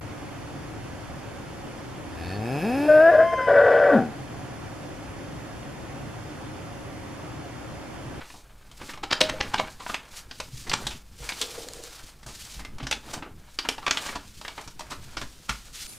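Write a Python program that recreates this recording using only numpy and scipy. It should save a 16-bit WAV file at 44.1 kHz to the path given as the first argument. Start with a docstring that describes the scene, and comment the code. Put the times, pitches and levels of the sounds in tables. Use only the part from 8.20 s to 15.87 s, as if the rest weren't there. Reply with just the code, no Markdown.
"""A large paper sheet is flexed, laid on a desk, smoothed and refolded, close by in a small room.
Its creases buckle in sharp snaps over a fine crinkle; the sheet wobbles, flutters and wafts air.
Hands hiss across it and thump the desk. Midway one hand drags a small wired part aside,
with a hollow stick-slip scrape and a few clicks."""
import sys
import numpy as np
from scipy import signal
from scipy.io import wavfile
from scipy.ndimage import uniform_filter1d

SR = 44100
rng = np.random.default_rng(int(sys.argv[2]) if len(sys.argv) > 2 else 0)


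def inscribe(sig):
    """Save sig as 16-bit PCM at rate SR to the path in sys.argv[1].

    A 1-D sig is mono; a 2-D sig holds one channel per row.
    Samples are clipped to [-1, 1] before scaling.
    """
    pcm = np.round(np.clip(np.atleast_2d(sig).T, -1, 1) * 32767)
    wavfile.write(sys.argv[1], SR, pcm.astype(np.int16))


N = 338247

# Table levels are relative. Spectra: (frequency [Hz], density [dB])
ROOM_TONE_SPECTRUM = [(15, 1), (30, 6), (55, -5), (80, -6), (140, -16), (300, -23), (600, -24.5),
                      (1500, -29), (5000, -45.5), (9000, -32.5), (15000, -35)]
WAFT_SPECTRUM = [(15, 10.5), (40, -8.5), (70, -1.5), (130, -3), (250, -12), (450, -19), (900, -49)]
FLUTTER_SPECTRUM = [(90, -23), (170, -2.5), (290, -1.5), (420, -5.5), (620, -5), (900, -8), (2000, -28.5),
                    (8000, -53)]
RUB_SPECTRUM = [(200, -33), (1200, -7), (3000, 0.5), (4700, 2), (7500, -0.5), (10000, -5.5), (15000, -13.5)]
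CRINKLE_SPECTRUM = [(80, -14.5), (300, -0.5), (800, 1.5), (1400, 0.5), (2500, -4.5), (4000, -7),
                    (8000, -43.5), (15000, -42)]
SNAP_SPECTRUM = [(30, -3.5), (120, -8), (280, 0), (450, -6), (850, 0.5), (1200, 0.5), (1700, -2.5),
                 (3200, -2), (5200, -4.5), (7600, -9.5), (10000, -18.5), (15000, -29.5)]
# room decay: (frequency [Hz], T60 [s])
ROOM_DECAY = [(150, 0.47), (530, 0.22), (1400, 0.24), (3700, 0.19), (10000, 0.24)]

# movements: (start [s], length [s], level [dB])
SHEET_SWINGS = [(0.85, 0.56, -45), (2.443, 0.3, -40), (4.55, 0.58, -46.5), (5.6, 0.4, -56),
                (6.88, 0.15, -48)]
PART_DRAGS = [(3.01, 0.028, -46.5), (3.21, 0.45, -46.5)]
SHEET_FLUTTERS = [(1.0, 0.33, -46), (2.47, 0.22, -50), (4.6, 0.17, -44.5), (4.85, 0.19, -49)]
RUB_STROKES = [(0.0, 0.2, -55), (0.61, 0.12, -50.5), (1.12, 0.42, -53), (1.66, 0.073, -44.5),
               (1.96, 0.031, -42.5), (2.14, 0.13, -52.5), (2.34, 0.11, -47.5), (2.48, 0.29, -48.5),
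               (3.03, 0.42, -43), (3.43, 0.47, -50), (4.13, 0.27, -47.5), (4.88, 0.05, -46.5),
               (5.29, 0.42, -55.5), (5.78, 0.14, -41.5), (5.96, 0.57, -55), (6.6, 0.87, -55.5),
               (7.3, 0.16, -50.5), (7.58, 0.14, -39)]
SHEET_BENDS = [(0.0, 0.025, -43.5), (0.6, 0.17, -48.5), (0.9, 0.27, -41.5), (1.2, 0.28, -43.5),
               (1.62, 0.47, -54), (2.47, 0.19, -45.5), (3.03, 0.36, -45.5), (3.4, 0.49, -54),
               (4.18, 0.34, -57), (4.84, 0.14, -45.5), (5.44, 0.11, -47), (5.71, 0.26, -42.5),
               (6.3, 0.18, -51), (6.62, 0.36, -52.5)]

# hands and sheet land on the desk: (time [s], sway level [dB], knock level [dB])
LANDINGS = [(1.011, -41, -40.5), (1.101, -38, -36), (2.332, -41, -31), (2.645, -36, -33.5),
            (3.006, -34, -38), (4.06, -41, -37), (4.367, -33.5, -44), (4.627, -32, -27), (5.95, -37, -45),
            (6.969, -35.5, -41), (7.014, -43, -34), (7.295, -29.5, -32)]
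# desk sway, then knock: (frequency [Hz], decay [s])
THUMP_MODES = [(50, 0.048), (125, 0.022)]
# desk top under the part: (frequency [Hz], half-width [Hz], level [dB])
DESK_RESONANCES = [(312, 48, -8.5), (475, 34, 4), (700, 180, -10.5)]
# part catches and jerks free: (time [s], level [dB])
PART_JERKS = [(3.21, -33.5), (3.381, -26), (3.465, -42), (3.589, -40)]
# held sheet flips over: (time [s], level [dB])
SHEET_FLIPS = [(0.925, -29), (1.01, -11.5), (1.138, -25.5), (1.395, -21)]
# sheet wobble: (frequency [Hz], level [dB], decay [s])
WOBBLE_MODES = [(532, 2.5, 0.0059), (624, -5, 0.018)]

# snaps: (peak time [s], strength [dB], treble gain [dB], ring frequency [Hz])
PART_CLICKS = [(3.091, 3.5, 6.5, 2250), (3.1204, 2, -14, 4030), (3.2145, 5, 12, 3350), (3.4866, -6, 9, 430),
               (3.5355, -16.5, 20.5, 480), (3.6387, -15.5, 19, 480)]  # part and wires knock on the desk
SHEET_PATS = [(0.14, -21, 12, 920), (4.064, -15, 17.5, 1320), (5.0246, -2, -21, 1300),
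              (5.061, -14, -31, 394), (6.3785, 0, -13, 845), (6.9702, 4, -6, 5170), (7.0151, -1, 0.5, 1770),
              (7.2944, 11.5, -4.5, 1350)]  # hand or flap pats the sheet down
PANEL_BUCKLES = [(0.616, -2.5, -18, 400), (0.694, -2.5, -5, 1760), (0.838, 6.5, -10, 810),
                 (0.914, 9.5, -11, 4910), (0.931, 16, -8.5, 4710), (1.0152, 18.5, -3.5, 3940),
                 (1.098, 10, -6.5, 620), (1.2115, 13, -17, 5900), (1.344, 12, -9, 900),
                 (1.384, 4, -9, 3830), (1.399, 12, -15, 900), (1.602, -6.5, -2, 1050),
                 (1.699, 3.5, -12, 1260), (1.737, -7, -2, 2020), (2.472, -7, -2, 1940),
                 (2.539, 14.5, -7.5, 7790), (2.711, -5, 3, 3100), (4.089, -9.5, 8, 396),
                 (4.396, -6.5, -12, 1920), (4.604, -3.5, -15, 292), (4.632, -4, -4, 280),
                 (4.939, -0.5, 9, 526), (5.453, 1.5, -17, 1300), (5.627, -8, -11, 1200),
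                 (5.682, 12, -13, 1330), (5.863, -1.5, 4, 834), (5.892, -0.5, -6, 2030),
                 (5.959, 3.5, -6, 850), (6.707, -6, 8, 990), (6.72, 0.5, -4, 1310), (7.291, -4.5, -5, 1300)]  # panel bends until it gives
CREASE_CRACKS = [(0.102, -13.5, -8, 2660), (0.5145, -21.5, 11, 3200), (0.736, -4.5, -10, 1100),
                 (0.7755, -10.5, -7, 890), (1.006, 1, 9, 4600), (1.664, 0.5, -27, 970),
                 (1.7437, 8.5, -6.5, 1960), (2.1117, -3.5, -8.5, 4800), (2.2015, 5.5, -3, 560),
                 (2.4963, 0, 6.5, 4500), (2.5155, 8.5, -13, 1820), (2.6684, 4, 6, 3770),
                 (4.03, -17, 5, 1760), (4.4494, -6.5, 0, 2140), (4.584, -10, 0.5, 397),
                 (4.669, 2, -4, 5800), (4.7122, 10, 1.5, 2970), (4.726, 9, -8.5, 3640),
                 (5.3888, 8, -5.5, 4780), (5.4885, 15, -1.5, 440), (5.5813, -1, -18, 870),
                 (5.6656, 12.5, -12, 1100), (5.71, 18.5, -11.5, 6700), (5.7724, 8, -4, 3100),
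                 (6.2139, -8, 2, 886), (6.2493, -0.5, -18, 1860), (6.2802, 3, -7.5, 920),
                 (6.412, -15, 11.5, 630), (6.4763, -10, 3, 5900), (6.5945, -7.5, 8, 940),
                 (6.608, -4, -3, 635)]  # crease gives at once


def amp(db):
    """Decibels to gain."""
    return 10 ** (np.asarray(db) / 20)


def unit(x):
    """Scale to rms 1."""
    return x / np.sqrt(np.mean(x ** 2) + 1e-20)


def lookup(points, hz):
    """Interpolate a table over log frequency."""
    points_hz, values = np.transpose(points)
    return np.interp(np.log(hz + 1), np.log(points_hz), values)


def add(mix, start_s, sound):
    """Mix a sound in at start_s."""
    part = mix[max(round(start_s * SR), 0):][:len(sound)]
    part += sound[:len(part)]


def colour(x, db_at_hz, size=4096):
    """Minimum-phase filter: attacks stay sharp."""
    log_gain = np.log(amp(db_at_hz(abs(np.fft.fftfreq(size, 1 / SR)))))
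    response = np.fft.ifft(np.exp(np.conj(signal.hilbert(log_gain)))).real
    return signal.oaconvolve(x, response[:size // 2])[:len(x)]


def shaped(x, spectrum):
    """Filter by a spectrum table, to rms 1."""
    return unit(colour(x, lambda hz: lookup(spectrum, hz)))


def wander(per_s):
    """Slow random curve, rms 1."""
    knots = rng.standard_normal(N // 32)
    return unit(np.interp(np.arange(N) / SR * per_s, np.arange(len(knots)), knots))


def grains(per_s, spread_db):
    """Tiny slips at random times, a few far larger than the rest."""
    size = amp(spread_db * np.minimum(rng.exponential(1, N), 4))
    return unit(size * rng.choice([-1., 1.], N) * (rng.random(N) < per_s / SR))


def strokes(rows, rest_db, arch_db, attack_s, release_s):
    """Gain of a run of movements; arch_db is each one's middle relative to its ends."""
    t, power = np.arange(N) / SR, amp(rest_db) ** 2
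    for start_s, length_s, db in rows:
        age_s = t - start_s
        progress = np.clip(age_s / length_s, 0, 1)
        fades = np.exp(np.minimum(age_s, 0) / attack_s - np.maximum(age_s - length_s, 0) / release_s)
        power = power + (amp(db - arch_db * (2 * progress - 1) ** 2) * fades) ** 2
    return np.sqrt(power)


def mode(hz, decay_s, rise_s):
    """One softly pushed, damped mode."""
    t = np.arange(SR // 3) / SR
    return np.sin(2 * np.pi * hz * t) * np.exp(-t / decay_s) * (1 - np.exp(-t / rise_s))


def room_tone(noise_db=-55, hum_hz=51, hum_db=-59):
    """Low rumble, wavering hum, thin hiss."""
    hum = np.sin(2 * np.pi * hum_hz * np.arange(N) / SR + 0.74 * wander(per_s=6.9))
    noise = shaped(rng.standard_normal(N), ROOM_TONE_SPECTRUM)
    return amp(noise_db) * noise + amp(hum_db) * unit(hum)


def room(x, wet_db=-7.5, predelay_s=0.006, echoes_per_s=4000, crossfade_hz=0.9):
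    """Short tail off close walls; three echo patterns crossfade steadily to keep it uncoloured."""
    age_s, out = np.arange(SR // 2) / SR, x
    for phase in np.linspace(0, np.pi, 3, endpoint=False):
        echoes = rng.standard_normal(len(age_s)) * (rng.random(len(age_s)) < echoes_per_s / SR)
        hz, t, bands = signal.stft(echoes * (age_s > predelay_s), SR, nperseg=256)
        decay = amp(-60 * t / lookup(ROOM_DECAY, hz)[:, None])
        tail = signal.istft(bands * decay, SR, nperseg=256)[1]
        share = np.sqrt(2 / 3) * np.cos(2 * np.pi * crossfade_hz * np.arange(N) / SR + phase)
        out = out + amp(wet_db) * signal.oaconvolve(x * share, tail / np.linalg.norm(tail))[:N]
    return out


def waft(gain_db=-2, lumps_db=3.7):
    """The swinging sheet pushes air in soft lumps."""
    speed = strokes(SHEET_SWINGS, rest_db=-48, arch_db=-1, attack_s=0.16, release_s=0.046)
    air = rng.standard_normal(N) * amp(lumps_db * wander(per_s=25))
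    return amp(gain_db) * speed * shaped(air, WAFT_SPECTRUM)


def thumps():
    """Each landing gives the desk a low sway and a knock."""
    out = np.zeros(N)
    for time_s, *levels_db in LANDINGS:
        for db, (hz, decay_s) in zip(levels_db, THUMP_MODES):
            add(out, time_s, amp(db) * mode(hz, decay_s, rise_s=0.0018))
    return out


def drag(gain_db=-2.5, jerk_decay_s=0.015):
    """The part sticks and slips; the desk top resonates, hollow."""
    def desk_db(hz):
        peaks = (amp(db) / (1 + ((hz - peak_hz) / half_width_hz) ** 2)
                 for peak_hz, half_width_hz, db in DESK_RESONANCES)
        return 20 * np.log10(sum(peaks))

    speed = strokes(PART_DRAGS, rest_db=-74, arch_db=2, attack_s=0.014, release_s=0.06)
    jerk = np.exp(-np.arange(SR // 5) / SR / jerk_decay_s)
    for time_s, db in PART_JERKS:
        add(speed, time_s, amp(db) * jerk)
    scrape = unit(colour(grains(per_s=700, spread_db=4.3), desk_db))
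    return amp(gain_db) * uniform_filter1d(speed, size=256) * scrape


def flutter(lumps_db=4):
    """Loose panels flap against the air in dull, uneven beats."""
    speed = strokes(SHEET_FLUTTERS, rest_db=-74.5, arch_db=2, attack_s=0.018, release_s=0.016)
    flaps = grains(per_s=900, spread_db=2.6) * amp(lumps_db * wander(per_s=45))
    return speed * shaped(flaps, FLUTTER_SPECTRUM)


def flips():
    """The whole sheet pops through and wobbles with a hollow note."""
    out = np.zeros(N)
    wobble = sum(amp(db) * mode(hz, decay_s, rise_s=0.002) for hz, db, decay_s in WOBBLE_MODES)
    for time_s, db in SHEET_FLIPS:
        add(out, time_s, amp(db) * wobble)
    return out


def rub(gain_db=1.35, uneven_db=2.28):
    """Skin or paper slides on the sheet: fibres catch so densely that they hiss."""
    speed = strokes(RUB_STROKES, rest_db=-66.5, arch_db=3.5, attack_s=0.056, release_s=0.024)
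    catches = grains(per_s=12000, spread_db=2.9) * amp(uneven_db * wander(per_s=90))
    return amp(gain_db) * speed * shaped(catches, RUB_SPECTRUM)


def crinkle(gain_db=-2.23, clump_db=3, tick_decay_s=0.0014):
    """Small buckles tick in clumps while the sheet bends."""
    flexing = strokes(SHEET_BENDS, rest_db=-60.5, arch_db=0.5, attack_s=0.0086, release_s=0.04)
    t = np.arange(SR // 40) / SR
    tick = rng.standard_normal(len(t)) * np.exp(-t / tick_decay_s)
    ticks = unit(signal.oaconvolve(grains(per_s=500, spread_db=2.7), tick)[:N])
    fine_grains = grains(per_s=4000, spread_db=2.6)
    clumps = amp(clump_db * wander(per_s=60))
    return amp(gain_db) * flexing * shaped((ticks + fine_grains) * clumps, CRINKLE_SPECTRUM)


def snaps(rows, swell_s, base_decay_s, quicken_per_db, body_db, thin_per_db, gain_db, spiky_db, ring_db):
    """A buckle or knock swells and scatters; one resonance rings. 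Strength alters decay and body."""
    out = np.zeros(N)
    lead_s = 2 * swell_s
    age_s = np.arange(SR // 8) / SR - lead_s
    for peak_s, strength_db, treble_db, ring_hz in rows:
        decay_s = base_decay_s * np.exp(-quicken_per_db * strength_db)
        envelope = np.exp(np.minimum(age_s / swell_s, -age_s / decay_s))
        scatter, spikes = rng.standard_normal((2, len(age_s)))
        burst = envelope * scatter * amp(spiky_db * spikes)
        tilt = [(600, body_db - thin_per_db * strength_db), (2500, 0), (9000, treble_db)]

        def snap_db(hz):
            ring_power = amp(ring_db) ** 2 / (1 + ((hz - ring_hz) / (0.085 * ring_hz)) ** 2)
            return lookup(SNAP_SPECTRUM, hz) + lookup(tilt, hz) + 10 * np.log10(1 + ring_power)

        snap = colour(burst / np.linalg.norm(burst), snap_db, size=2048)
        add(out, peak_s - lead_s, amp(strength_db + gain_db) * snap)
    return out


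def scene():
    """All sources straight ahead: identical channels."""
    cracks = snaps(CREASE_CRACKS, swell_s=0.000484, base_decay_s=0.0069, quicken_per_db=0.02,
                   body_db=-1, thin_per_db=0.44, gain_db=0.5, spiky_db=2.5, ring_db=8.5)
    buckles = snaps(PANEL_BUCKLES, swell_s=0.0042, base_decay_s=0.011, quicken_per_db=0.1,
                    body_db=2.5, thin_per_db=0.26, gain_db=0.5, spiky_db=3.5, ring_db=8.5)
    pats = snaps(SHEET_PATS, swell_s=0.0011, base_decay_s=0.014, quicken_per_db=0.04,
                 body_db=3, thin_per_db=0.6749, gain_db=0.57, spiky_db=5, ring_db=6.5)
    clicks = snaps(PART_CLICKS, swell_s=0.0005, base_decay_s=0.0046, quicken_per_db=-0.16,
                   body_db=-4, thin_per_db=0.2, gain_db=-1.5, spiky_db=2, ring_db=12)
    paper = cracks + buckles + pats + flips() + flutter() + crinkle() + rub()
    mono = room(paper + clicks + drag()) + waft() + thumps() + room_tone()
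    return np.array([mono, mono])


def record(dry, hiss_db=-79, cutoff_hz=15600):
    """Faint hiss per channel, then a low-pass."""
    noisy = dry + amp(hiss_db) * rng.standard_normal(dry.shape)
    low_pass = signal.firwin(401, cutoff_hz, window=("kaiser", 9), fs=SR)
    return signal.oaconvolve(noisy, low_pass[None], "same")


dry = scene()
out = record(dry)
inscribe(out)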